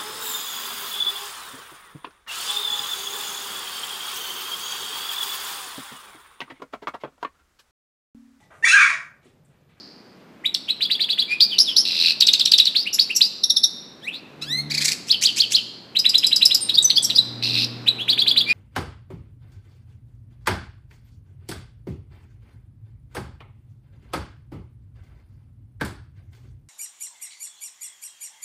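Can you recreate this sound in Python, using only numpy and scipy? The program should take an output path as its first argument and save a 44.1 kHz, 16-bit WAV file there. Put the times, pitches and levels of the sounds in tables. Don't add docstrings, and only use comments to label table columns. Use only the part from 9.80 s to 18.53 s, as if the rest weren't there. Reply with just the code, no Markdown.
import sys
import numpy as np
from scipy import signal
from scipy.fft import rfft, irfft, next_fast_len
from scipy.io import wavfile

SR = 44100
rng = np.random.default_rng(int(sys.argv[2]) if len(sys.argv) > 2 else 0)


def to_wav(s):
    ch = np.atleast_2d(s).T
    pcm = np.round(np.clip(ch, -1, 1) * 32767)
    wavfile.write(sys.argv[1], SR, pcm.astype(np.int16))


N = 384993
TIME = np.arange(N) / SR

# delay_s, rise_s, fall_s, first_hz, peak_hz, last_hz, level_db, roughness (share of pitch)
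WHIT = [(0.00027, .01, .009, 3480, 3950, 4250, 1.5, .012),
        (-.009, .014, .007, 2350, 3400, 3950, -7.5, .045),
        (-.005, .009, .006, 1600, 2900, 4200, -15, 0.063)]


def gain_of(db):
    return 10 ** (np.asarray(db) / 20)


def evened(x):
    return x / np.sqrt(np.mean(x ** 2) + 1e-20)


def read(points, hz):
    f, value = np.transpose(points)
    return np.interp(np.log(hz + 1), np.log(f + 1), value)


def tint(x, points):
    size = next_fast_len(N + SR, True)
    gain = gain_of(read(points, np.fft.rfftfreq(size, 1 / SR)))
    return irfft(rfft(x, size) * gain, size)[:N]


def add(mix, s, sound):
    part = mix[max(round(s * SR), 0):][:len(sound)]
    part += sound[:len(part)]


def wobble(count, hz):
    size = next_fast_len(count + 1024, True)
    f = np.fft.rfftfreq(size, 1 / SR)
    lowpass = 1 / np.hypot(1, (f / hz) ** 2)
    return evened(irfft(rfft(rng.standard_normal(size)) * lowpass, size))[:count]


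def background(trim_db=0.5, hiss_db=-73):
    # frequency_hz, density_db (per Hz)
    room_tone = [(30, -32), (70, -17), (120, -10.5), (200, 0), (350, -5), (600, -11), (2500, -20.5),
                 (6000, -34), (10000, -46)]
    # time_s, level_db
    room_swell = [(0, -51), (2.2, -46), (3.7, -50), (5, -44.5), (5.9, -48.5), (7.7, -41.5), (8.73, -41.5)]
    noise = evened(tint(rng.standard_normal(N), room_tone))
    level_db = np.interp(TIME, *np.transpose(room_swell)) + trim_db
    hiss = gain_of(hiss_db) * rng.standard_normal(N)
    return noise * gain_of(level_db) + hiss


def last_ring(hz=4700, width_hz=400, db=-43, t60=1.0):
    ring = wobble(N, width_hz) * np.sin(2 * np.pi * hz * TIME)
    return np.sqrt(2) * ring * gain_of(db - 60 * TIME / t60)


def gesture(rise, fall, first_hz, peak_hz, last_hz, rough,
            core=0.36, jitter_hz=700, flutter=11, hold=.7, level_span=.015):
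    t = np.arange(-rise, fall, 1 / SR)
    u = np.where(t < 0, t / rise, t / fall)

    width = core + hold * np.exp(-abs(np.log(last_hz / first_hz)) / level_span)
    swell = (1 - u ** 8) / (1 + (u / width) ** 2)

    shake = np.tanh(flutter * rough)
    swell = swell * (1 + shake * wobble(len(t), jitter_hz / 2)) / np.hypot(1, shake)

    glide = np.interp(u, [-1, 0, 1], [first_hz, peak_hz, last_hz])
    hz = glide * (1 + rough * wobble(len(t), jitter_hz))
    return np.sqrt(2) * swell, glide, 2 * np.pi * np.cumsum(hz) / SR


def overtones(hz, phase, colour, count):
    return sum(colour(k * hz) * (k * hz < SR / 2) * np.sin(k * phase) for k in range(2, count + 1))


def whistle(s, rise, fall, first_hz, peak_hz, last_hz, db, rough, overtone_db=-32, air_db=-42,
            rough_air=.5, half_db=-45, bright_hz=4700, bright_db=11):
    swell, hz, phase = gesture(rise, fall, first_hz, peak_hz, last_hz, rough)
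    brightness = np.clip(4 * np.log2(hz / bright_hz), 0, 1)
    overtone = gain_of(overtone_db + bright_db * brightness)
    half_pitch = gain_of(half_db) * np.sin(phase / 2)
    tone = np.sin(phase) + half_pitch + overtones(hz, phase, lambda f: overtone, count=4)
    air = (gain_of(air_db) + rough_air * rough) * rng.standard_normal(len(hz))
    return s - rise, gain_of(db) * swell * (tone + air)


def rasp(s, rise, fall, first_hz, peak_hz, last_hz, db, rough, throat_hz, width_hz=650,
         root_db=-3.5, octave_db=8, top_db=-33, rough_air=.95):
    swell, hz, phase = gesture(rise, fall, first_hz, peak_hz, last_hz, rough, core=0.42)
    spread_hz = width_hz * (1 + 20 * rough)

    def throat(f):
        return 1 / (1 + ((f - throat_hz) / spread_hz) ** 2) + gain_of(top_db)

    root_gain = gain_of(root_db + octave_db * np.log2(hz / throat_hz)) * np.sqrt(spread_hz / width_hz)
    air = rough_air * rough * rng.standard_normal(len(hz))
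    tone = root_gain * np.sin(phase) + overtones(hz, phase, throat, count=11) + air
    return s - rise, gain_of(db) * swell * evened(tone) / np.sqrt(2)


def note(strokes, s, db, pitch_hz=None, length=1, bend=.6):
    shift = pitch_hz / strokes[0][4] if pitch_hz else 1
    for delay, rise, fall, first_hz, peak_hz, last_hz, stroke_db, rough, *throat in strokes:
        voice = rasp if throat else whistle
        start, end = shift * (1 + bend * rough * rng.standard_normal(2))
        yield voice(s + delay * length, rise * length, fall * length,
                    first_hz * start, peak_hz * shift, last_hz * end, db + stroke_db, rough, *throat)


def single_notes():
    # delay_s, rise_s, fall_s, first_hz, peak_hz, last_hz, level_db (on the note's level),
    # roughness (share of pitch), and for rasps throat_hz
    hook = [(0, .012, .022, 2700, 3800, 4000, 0, .015), (-.011, .014, .006, 1700, 2350, 3200, -11, .02)]
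    croon = [(0, .05, .042, 2290, 2440, 2520, .5, .02), (-.003, .04, .04, 4650, 4700, 5000, -10, .04)]
    peal = [(0, .022, .036, 4400, 5080, 5560, 0, 0.031), (-.018, .008, .011, 3200, 4200, 5300, -1, .035),
            (-.016, .007, 0.02, 5750, 5400, 5350, -2.5, 0.024)]
    slur = [(0.00048, .052, .058, 4500, 3250, 2680, 0, 0.029)]
    whip = [(0.00014, .011, .016, 3050, 4110, 5600, 1.5, .028),
            (-.008, .008, .006, 1387, 3000, 4300, -14, .07),
            (.019, .017, .04, 5100, 4620, 5350, -8.5, .035)]
    peep = [(0, .018, .021, 1930, 2780, 3150, 0, .022)]
    squeak = [(-0.00029, .018, 0.022, 5650, 5450, 5450, 0, .045),
              (-0.00086, 0.0088, 0.014, 7700, 7300, 6600, -6.5, .022),
              (0, .012, .014, 6200, 6000, 5950, -9, .015, 12000)]
    tink = [(0, .01, 0.012, 5370, 3743, 3380, -0.051, 0.0042),
            (.001, .01, .019, 5000, 5610, 5220, -2.2, .023)]
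    slide = [(0, .024, .02, 1950, 2609, 3200, 0, .008),
             (-.03, .034, .022, 1500, 1980, 2300, -12.5, .005, 3200),
             (.066, .044, .05, 3000, 3780, 5000, -9, .05)]
    mew = [(0, 0.084, 0.07, 1475, 2000, 2083, 0, .002, 4020),
           (-0.11, 0.011, .04, 1230, 1275, 1560, -5, .029, 4000),
           (.057, .049, 0.04, 2010, 2113, 2164, .5, 0.0029, 3860)]
    chuck = [(-0.00029, .012, .017, 3950, 4000, 2760, 0, 0.055),
             (-.003, .008, 0.0056, 1400, 3000, 4300, -11.5, 0.074)]
    upper_step = [(0, .018, 0.016, 4400, 4720, 4800, 0, .04),
                  (-.006, .012, .016, 4700, 4350, 4200, -6, .03)]
    lower_step = [(0, .018, .009, 3300, 3850, 4020, 1, 0.0081)]
    zit = [(0, .005, 0.014, 7400, 8000, 8000, 0, 0.1)]
    # time_s, level_db, pitch_hz (first stroke's peak), length_factor
    hooks = [(.662, -13.5, 3800, 1)]
    whits = [(.907, -14.5, 4030, 1.4), (8.088, -8.5, 3950, 1.2)]
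    croons = [(1.524, -21, 2437, 1), (8.708, -16.5, 2437, 1)]
    peals = [(1.626, -9.5, 4556, 1.01), (1.806, -9, 5126, 1), (1.988, -10, 5146, 1.1)]
    slurs = [(1.729, -25, 3117, 1.1), (1.891, -20.5, 3350, 1)]
    whips = [(2.964, -11, 3945, 1.31), (3.197, -7.5, 4170, 0.91), (3.418, -8, 4110, 1)]
    peeps = [(3.074, -21, 2820, 1.12), (3.309, -20.5, 2765, 0.93), (8.211, -22.5, 3250, 1.8)]
    squeaks = [(3.145, -18, 5300, 0.98), (3.368, -15.5, 5570, 1.1), (7.249, -16.5, 5650, .9)]
    tinks = [(3.64, -12.5, 3790, 0.83), (3.704, -11, 3776, 1.02), (3.77, -11.5, 3684, 1.1),
             (3.841, -9, 3790, 1.09)]
    slides = [(4.284, -23, 2610, 1)]
    mews = [(4.733, -23.5, 2002, 1)]
    chucks = [(6.897, -14.5, 3930, 1.13), (7.106, -8.5, 4180, 0.77), (7.306, -14, 4035, 1.1)]
    upper_steps = [(6.954, -14.5, 4600, 1.13), (7.171, -12, 4720, 1), (7.365, -11, 4950, .9)]
    lower_steps = [(6.989, -5.5, 3820, 1), (7.184, -10.5, 3450, 0.98), (7.391, -5.5, 4014, .9)]
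    zits = [(7.028, -19, 7800, 1), (7.229, -21, 8400, 1.2)]
    for strokes, rows in [(hook, hooks), (WHIT, whits), (croon, croons), (peal, peals),
                          (slur, slurs), (whip, whips), (peep, peeps), (squeak, squeaks),
                          (tink, tinks), (slide, slides), (mew, mews), (chuck, chucks),
                          (upper_step, upper_steps), (lower_step, lower_steps), (zit, zits)]:
        for row in rows:
            yield from note(strokes, *row)


def paired_notes():
    # delay_s, rise_s, fall_s, first_hz, peak_hz, last_hz,
    # level_db (on the note's level), roughness (share of pitch), and for rasps throat_hz
    chip = [(0.00027, .007, .005, 6100, 4100, 2800, 0.0021, .075),
            (-.001, .005, .012, 5600, 5350, 4700, -8.5, .07), (0, .006, .012, 7900, 7700, 7400, -23, .06)]
    chip_echo = [(0, .012, .017, 5100, 3860, 3280, 0, .03), (-.004, .008, .01, 3100, 2850, 2600, -15, .08)]
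    sweep = [(-0.00017, .02, .03, 2650, 3950, 4750, .3, .026),
             (-.012, .011, .006, 1300, 2900, 4300, -9.5, .06),
             (.012, .016, .02, 4750, 4620, 4700, -9, .018)]
    lilt = [(0, .012, .018, 3050, 3380, 3900, 0.0031, 0.022)]
    scrape = [(0, .028, .024, 1780, 3100, 3850, 0, 0.092, 5500)]
    peak = [(0, .022, 0.012, 3007, 4494, 5550, 0, .025), (.011, .005, 0.0209, 4890, 3380, 2565, -8, 0.024),
            (.029, .007, .018, 4900, 3220, 2500, -9, .01)]
    tsip = [(0, .007, .019, 5250, 5000, 4940, 0, .04), (-.004, .004, .01, 7700, 7200, 6200, -11.5, .09),
            (-.003, .005, .009, 6200, 5850, 5600, -16, .04, 11800)]
    # time_s, first_level_db, gap_s (to the second note), second_level_db
    chatters = [(.748, -14.5, .011, -25), (2.41, -6.5, .016, -7.5), (2.473, -7.5, .016, -8),
                (2.538, -7, 0.014, -15), (2.598, -10, .015, -12), (2.659, -8, .018, -17),
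                (2.721, -6, .019, -6.5), (2.786, -6, .016, -5.5), (2.857, -15, .017, -10.5)]
    twitters = [(1.025, -15.5, 0.032, -20.5), (1.118, -16, .036, -21), (1.214, -15, 0.03, -19.5),
                (1.305, -16.5, .027, -19.5), (1.396, -15, .03, -18.5), (8.298, -12.5, 0.034, -14.5),
                (8.393, -14, .029, -12.5), (8.482, -12, 0.033, -13.5), (8.579, -11.5, 0.033, -13.5)]
    flourishes = [(5.292, -29, 0.024, -8.5), (5.438, -15.5, .024, -8.5), (5.584, -19.5, .025, -9),
                  (5.73, -21.5, .026, -9)]
    seesaws = [(6.171, -11.5, .024, -13.5), (6.264, -8, .033, -13), (6.356, -7, .029, -15),
               (6.447, -9, .025, -13.5), (6.532, -9.5, .034, -9), (6.63, -7, .029, -7),
               (6.721, -11, .03, -8.5)]
    for first, second, rows in [(chip, chip_echo, chatters), (sweep, lilt, twitters),
                                (scrape, peak, flourishes), (WHIT, tsip, seesaws)]:
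        for s, first_db, gap, second_db in rows:
            yield from note(first, s, first_db)
            yield from note(second, s + gap, second_db)


def room(x, near_db=-8, near_t60=.12, tail_db=-14.0, gap=0.0023):
    # frequency_hz, gain_db
    room_colour = [(2800, 2), (3900, -2), (4700, 0.5), (6000, -2), (7500, 0.5)]
    # frequency_hz, t60_s
    room_t60 = [(1500, 0.64), (4200, 0.93), (8000, 0.56), (14000, 0.5)]
    t = TIME[:SR]
    taps = rng.choice([-1., 1.], SR) * (rng.random(SR) < 1000 / SR) * (t > gap)
    near = taps * gain_of(-60 * t / near_t60)

    hz, at, bands = signal.stft(rng.standard_normal(SR) * (t > 2 * gap), SR, nperseg=256)
    decay = gain_of(-60 * at / read(room_t60, hz)[:, None])
    tail = signal.istft(bands * decay, SR, nperseg=256)[1][:SR]

    echo = gain_of(near_db) * near / np.linalg.norm(near) + gain_of(tail_db) * tail / np.linalg.norm(tail)
    return x + signal.fftconvolve(tint(x, room_colour), echo)[:N]


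def buzz(rows, scatter_db=1.8, scatter_s=.0003):
    # delay_s, rise_s, fall_s, first_hz, peak_hz, last_hz, level_db, roughness (share of pitch)
    pulse = [(.002, .003, .004, 4600, 4100, 3550, 2, .04), (.006, .007, .008, 5600, 4800, 4150, -5, .07),
             (.0005, .005, .006, 3000, 2550, 3400, -9, .04),
             (.007, .005, .005, 3000, 3700, 4400, -8.5, .05)]
    times, rates, levels = np.transpose(rows)
    out, s = np.zeros(N), times[0]
    while s < times[-1]:
        for delay, *shape, db, rough in pulse:
            level_db = np.interp(s, times, levels) + db + scatter_db * rng.standard_normal()
            stroke_s = s + delay + scatter_s * rng.standard_normal()
            add(out, *whistle(stroke_s, *shape, level_db, rough))
        s += 1 / np.interp(s, times, rates)
    return out


def hum(rows, hz, partials, waver=0.0117):
    phase = 2 * np.pi * np.cumsum(hz * (1 + waver * wobble(N, 8.7))) / SR
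    level = gain_of(np.interp(TIME, *np.transpose(rows), left=-100, right=-100))
    return np.sqrt(2) * level * sum(gain_of(db) * np.sin(k * phase) for k, db in partials)


def rattle():
    # first_hz, peak_hz, last_hz
    arch = (1500, 2480, 1800)
    # time_s, level_db, half_length_s, roughness (share of pitch), throat_hz
    creaks = [(4.916, -18.5, .018, .035, 4200), (4.951, -19.5, .016, .05, 4400),
              (4.984, -17, .014, .04, 4550), (5.021, -18, .02, .1, 4500), (5.055, -14, .015, .085, 5800),
              (5.086, -16.5, .02, .08, 5100), (5.122, -19.5, .022, .09, 4700)]
    for s, db, half, rough, throat_hz in creaks:
        yield rasp(s, half, half, *arch, db, rough, throat_hz)


def finch(lowest_hz=1300):
    # time_s, pulse_rate_hz, level_db
    trills = [
        [(2.052, 91, -19), (2.105, 90, -21), (2.17, 84, -17.5), (2.26, 85, -12.5), (2.305, 84, -15),
         (2.322, 84, -22)],
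        [(7.625, 105, -21), (7.67, 95, -19), (7.715, 88, -22), (7.775, 90, -16), (7.848, 90, -17.5)],
    ]
    song = sum(buzz(rows) for rows in trills)
    for voices in (single_notes(), paired_notes(), rattle()):
        for s, sound in voices:
            add(song, s, sound)
    return signal.sosfilt(signal.butter(4, lowest_hz, "high", fs=SR, output="sos"), song)


def steady_tones():
    # delay_s, rise_s, fall_s, first_hz, peak_hz, last_hz, level_db, roughness
    steady_tone = [(0, .012, .011, 6050, 6050, 6050, 0, .005)]
    # time_s, level_db, pitch_hz, length_factor
    tone_times = [(6.832, -22, 8760, 2.2), (7.055, -8, 6050, 1)]
    tones = np.zeros(N)
    for row in tone_times:
        for s, sound in note(steady_tone, *row):
            add(tones, s, sound)
    return tones


def scene():
    # frequency_hz, gain_db
    treble_colour = [(5600, 0), (6700, -1), (7900, 4.5), (9100, -5), (10800, 6.5), (12200, -5.5),
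                     (13600, 1)]
    # time_s, level_db
    high_swell = [(4.5, -59), (4.7, -41.5), (4.85, -37.5), (5.02, -41), (5.15, -52)]
    low_swell = [(5.2, -57), (5.7, -49.5), (6.0, -58), (7.2, -47.5), (7.75, -30.5), (8.2, -41),
                 (8.73, -48.5)]
    high_hum = hum(high_swell, 146.5, [(.5, -17.5), (1, 1.0), (1.5, -7), (2, -8)])
    low_hum = hum(low_swell, 119.7, [(1, -3), (2, -10.0), (2.5, -12.5)], waver=0.00373)
    in_room = tint(room(finch() + steady_tones()), treble_colour)
    return (in_room + last_ring() + background() + high_hum + low_hum)[None]


def record(dry, edge_hz=15050):
    lowpass = signal.firwin(511, edge_hz, window=("kaiser", 9), fs=SR)
    return signal.oaconvolve(np.clip(dry, -.92, .92), lowpass[None], "same")


dry = scene()
out = record(dry)
to_wav(out)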